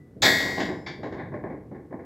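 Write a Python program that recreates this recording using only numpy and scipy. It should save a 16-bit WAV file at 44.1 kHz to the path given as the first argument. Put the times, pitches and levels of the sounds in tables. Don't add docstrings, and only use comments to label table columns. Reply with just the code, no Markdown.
import sys
import numpy as np
from scipy import signal
from scipy.fft import rfft, irfft, next_fast_len
from scipy.io import wavfile

SR = 44100
rng = np.random.default_rng(int(sys.argv[2]) if len(sys.argv) > 2 else 0)


def store_wav(level_fs):
    pcm = np.round(np.clip(np.atleast_2d(level_fs), -1, 1) * 32767)
    wavfile.write(sys.argv[1], SR, pcm.T.astype(np.int16))


N = 90404
SIZE = next_fast_len(N)
T, FREQ = np.arange(N) / SR, np.fft.rfftfreq(SIZE, 1 / SR)
NEXT_S, NEXT_RISE_S = 0.862, 0.004


def amp(db):
    return 10 ** (np.asarray(db) / 20)


def unit(x):
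    return x / np.sqrt(np.mean(x ** 2))


def colour(points):
    hz, db = np.array(points, float).T
    octave = np.log2(np.maximum(FREQ, 1))
    nearest = np.clip(octave, np.log2(hz[0]), np.log2(hz[-1]))
    outside = np.abs(octave - nearest)
    return amp(np.interp(octave, np.log2(hz), db) - 48 * outside)


def excite(spectrum):
    phases = np.exp(2j * np.pi * rng.random(len(FREQ)))
    return unit(irfft(spectrum * phases, SIZE)[:N])


def noise(points):
    return excite(colour(points))


def crowd(spacing_hz, scatter_db):
    place, strength = rng.uniform(-1, 1, (800, 2)).T
    hz = (np.arange(len(place)) + 1 + place / 2) * spacing_hz
    bins = np.abs(hz * SIZE / SR).astype(int)
    audible = bins < len(FREQ)
    lines = np.zeros(len(FREQ))
    lines[bins[audible]] = amp(scatter_db * strength)[audible]
    return lines


def envelope(start, rise, t60, hold=0):
    age = T - start
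    build_up = np.clip(age / max(rise, 1e-4), 0, 1)
    return build_up * np.exp(-np.log(1000) * np.maximum(age - rise - hold, 0) / t60)


def flutter(rate):
    return np.interp(T * rate, np.arange(2000), rng.standard_normal(2000))


def mode(start, rise, hz, db, t60):
    sine = np.sin(2 * np.pi * (hz * T + rng.random()))
    return np.sqrt(2) * amp(db) * envelope(start, rise, t60) * sine


def damping(start, db_per_s):
    return amp(-db_per_s * np.maximum(T - start, 0))


def background():
    # (frequency [Hz], relative level [dB])
    rumble = [(25, -30), (70, -1), (140, 0.5), (380, -4), (600, -19.5), (1000, -29.5), (2000, -34),
              (3000, -53.5)]
    hiss = [(1000, 6.5), (13500, -2), (15500, -8)]
    wavering_db = -50 + 2 * flutter(14)
    return amp(wavering_db) * noise(rumble) + amp(-78) * noise(hiss)


def shudder():
    # (frequency [Hz], relative level [dB])
    shake_colour = [(40, -27.5), (65, -7), (145, 2), (260, -16)]
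    # (time [s], level [dB])
    shake_level = [(0, -52), (.14, -59), (.24, -33.5), (.4, -42), (.72, -40.5), (.95, -49.5), (1.14, -40.5),
                   (1.6, -47.5), (2.05, -53)]
    seconds, db = np.array(shake_level).T
    return amp(np.interp(T, seconds, db)) * noise(shake_colour)


def fading_bar():
    # (frequency [Hz], level [dB], t60 [s])
    fading = (1981, -66, .6)
    return mode(0, NEXT_RISE_S, *fading)


def stack():
    # (time [s], build-up [s], deck thud [dB], tube clack [dB], bar ring [dB], bright zing [dB])
    knocks = [(0.159, 0.006, -41.5, -69, -87, -93), (0.222, 0.011, -25, -23.5, -32, -67),
              (0.265, 0.0021, -27.5, -27, -25, -53), (0.392, 0.013, -33, -35.5, -37, -40),
              (0.452, 0.0052, -32, -34.5, -39, -58), (0.565, 0.018, -30, -31, -42.5, -43.5),
              (0.600, 0.0039, -29, -35, -33, -36), (0.686, 0.0013, -31, -35.5, -42, -61),
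              (0.866, 0.0017, -42, -40.5, -42.5, -46.5), (0.986, 0.00081, -39, -52.5, -80.5, -88),
              (1.03, 0.0046, -33, -37, -43.5, -55), (1.121, .005, -34, -39, -46.5, -59),
              (1.172, 0.028, -37, -41, -42, -74), (1.319, 0.0029, -38.5, -43.5, -53.5, -94.5),
              (1.339, 0.0024, -36.5, -42.5, -47.5, -73.5), (1.439, 0.0012, -32, -39, -48, -77),
              (1.492, 0.011, -38.5, -44, -50.5, -78), (1.713, 0.0025, -38.5, -49.5, -63, -85),
              (1.738, .012, -45, -53, -56.5, -84), (1.907, 0.0028, -41, -49.5, -64, -90),
              (1.927, 0.0018, -37.5, -44.5, -56, -84.5), (1.992, .003, -46.5, -50.5, -56.5, -81.5)]
    # (colour as (frequency [Hz], relative level [dB]), mode spacing [Hz], t60 [s])
    thud = ([(80, -28), (150, -6.5), (260, 2), (420, 0), (560, -5), (750, -21.5)], 4, 0.63)
    clack = ([(400, -17), (600, 5.5), (850, 2.5), (1100, -0.5), (1350, -17), (1700, -24.5)], 9, 0.48)
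    ring = ([(1100, -26), (1500, 2), (1750, 5.5), (2200, 0), (2750, -30)], 16, 0.44)
    zing = ([(2400, -8.5), (3400, -1), (4800, -4), (5900, -15), (7200, -15), (8400, -40)], 40, 0.37)
    crack_db, crack_s = -13, 0.0053
    rattle_db, rattle_per_s = 1, 220

    registers = []
    for points, spacing, t60 in (thud, clack, ring, zing):
        registers.append((crowd(spacing, scatter_db=6.5) * colour(points), t60))

    out = np.zeros(N)
    for start, rise, *levels in knocks:
        crack = 1 + amp(crack_db) * np.exp(-np.maximum(T - start, 0) / crack_s)
        rattle = amp(rattle_db * flutter(rattle_per_s))
        ringing = np.zeros(N)
        for db, (lines, t60) in zip(levels, registers):
            ringing += amp(db) * excite(lines) * envelope(start, rise, t60)
        out += crack * rattle * ringing
    return out


def dropped_bar():
    # (frequency [Hz], relative level [dB])
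    tink_colour = [(2800, -18.5), (3400, 7), (3900, -1), (6000, -15.5), (7000, -1), (9300, -29),
                   (15500, -21)]
    chatter_colour = [(900, -16.5), (1350, 0.5), (2200, 3.5), (2850, -9.5), (3500, 5), (4800, 0),
                      (5800, -7.5), (7500, -9.5), (9200, -34), (15500, -19.5)]
    partial_colour = [(2400, -8.5), (2900, -17), (3300, -5.5), (4700, -4.5), (5700, -11), (7700, -7),
                      (8600, -22), (9400, -33)]
    wash_colour = [(900, -17.5), (1350, -0.5), (2200, 5), (2850, -11), (4800, -3.5), (8000, -21.5)]
    shimmer_colour = [(8600, -10.5), (9400, -21.5), (10300, -8), (12000, 0), (13400, -7), (15500, -5.5)]
    # (frequency [Hz], relative level [dB], t60 [s])
    bar_modes = [(1668, -27.5, .7), (1719, -28.5, .72), (1829, -26, .65), (1916, -22.5, 1.4),
                 (2101, -29.5, 1.6), (2163, -34, 1.4), (2198, -27.5, .8), (3327, -36, .66),
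                 (3417, -29, .55), (3499, -37, .6), (3649, -29.5, .62), (3706, -28.5, .81),
                 (4048, -34, .55), (4163, -33, .62), (4285, -37, 1.1), (4420, -36, .6), (4549, -34.5, .9),
                 (4681, -34, .6), (4818, -41, 1.6), (4973, -33.5, .46), (5712, -45, 1.4), (6331, -47, .9),
                 (7402, -42, .6), (7765, -43, .75), (10130, -61, 1.8), (10900, -60, 1.3), (11487, -45, .5)]
    # (frequency [Hz], level [dB], t60 [s] before damping)
    bar_sing = [(5173, -48.5, 1.7), (7187, -56, 1.6)]
    drop_s, settle_s = 0.2191, 0.66
    ring_rise_s, chatter_rise_s = 0.041, 0.0083
    settle_db_per_s, ring_damp_db_per_s = 75, 92

    tink = amp(-23.5) * noise(tink_colour) * envelope(drop_s, 0.002, 0.17)

    chatter_db = -21 + 2 * flutter(350)
    chatter = amp(chatter_db) * noise(chatter_colour)
    chatter *= envelope(drop_s, chatter_rise_s, 0.17, hold=0.035)

    partials = amp(-29) * excite(crowd(75, scatter_db=3) * colour(partial_colour))
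    partials *= envelope(drop_s, chatter_rise_s, 1)
    wash = amp(-29.5) * excite(crowd(19, scatter_db=6.5) * colour(wash_colour))
    wash *= envelope(drop_s, ring_rise_s, 1)
    shimmer = amp(-37) * excite(crowd(48, scatter_db=6.5) * colour(shimmer_colour))
    shimmer *= envelope(drop_s, ring_rise_s, 0.79)
    crowded = (partials + wash + shimmer) * damping(settle_s, settle_db_per_s)

    ring = amp(-0.5) * sum(mode(drop_s, ring_rise_s, *row) for row in bar_modes)
    ring *= damping(settle_s, ring_damp_db_per_s)
    sing = sum(mode(drop_s, ring_rise_s, *row) for row in bar_sing)
    sing *= damping(NEXT_S, settle_db_per_s)
    return tink + chatter + crowded + ring + sing


def deck_booms():
    # (time [s], frequency [Hz], level [dB], t60 [s])
    tube_booms = [(0.231, 271, -29.5, 0.79), (.66, 176.4, -35, 0.23), (0.688, 365.6, -29, 0.22),
                  (0.889, 352, -42.5, 0.43), (1.333, 594.5, -36.5, 0.21)]
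    return sum(mode(start, 0.019, hz, db, t60) for start, hz, db, t60 in tube_booms)


def next_bar():
    # (frequency [Hz], relative level [dB])
    clink_colour = [(700, 6), (1250, -2.5), (2200, 8), (2900, -22), (3500, -4), (5400, -6.5), (7500, -30)]
    # (frequency [Hz], relative level [dB])
    next_modes = [(1739, -5), (1992, -1), (2110, 1), (2202, -2), (2315, 1), (3295, -7), (3531, -4),
                  (3628, -7), (4430, -9), (4549, -8), (4689, -5), (4834, -8), (5399, -11)]
    modes_db, modes_t60_s = -46, 0.44
    contact = amp(-43) * noise(clink_colour) * envelope(NEXT_S, NEXT_RISE_S, 0.24, hold=0.032)
    ring = sum(mode(NEXT_S, NEXT_RISE_S, hz, modes_db + db, modes_t60_s) for hz, db in next_modes)
    return contact + ring


def rap(start):
    # (frequency [Hz], relative level [dB], t60 [s])
    rap_modes = [(370, -3, 0.026), (605, -1, 0.024), (860, -9, 0.03), (1724, -15.5, 0.033)]
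    out = np.zeros(N)
    for hz, db, t60 in rap_modes:
        out += amp(db) * envelope(start, 0.001, t60) * np.sin(2 * np.pi * hz * (T - start))
    return out


def deck_raps():
    # (time [s], level [dB])
    rap_times = [(1.032, -28), (1.4385, -24.5), (1.457, -31.5), (1.927, -27.5), (1.943, -30.5)]
    return sum(amp(db) * rap(start) for start, db in rap_times)


def slide():
    # (frequency [Hz], relative level [dB])
    scrape_colour = [(3200, -3), (3600, 6), (4200, -2)]
    ringing = excite(crowd(63, scatter_db=2) * colour(scrape_colour))
    return amp(-61) * ringing * envelope(1.151, 0.048, 0.45)


def scene():
    # (frequency [Hz], left minus right [dB])
    balance = [(1100, 0), (1400, 1.5), (1950, 4), (2700, 0)]
    mono = background() + shudder() + fading_bar() + stack() + dropped_bar()
    mono += deck_booms() + next_bar() + deck_raps() + slide()
    spectrum = rfft(mono, 2 * SIZE)
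    hz, db = np.array(balance, float).T
    lean = np.interp(np.fft.rfftfreq(2 * SIZE, 1 / SR), hz, db)
    return np.array([irfft(spectrum * amp(side * lean / 2))[:N] for side in (1, -1)])


def record(dry):
    low_pass = signal.ellip(10, 0.2, 80, 15800, fs=SR, output="sos")
    return signal.sosfilt(low_pass, dry)


dry = scene()
out = record(dry)
store_wav(out)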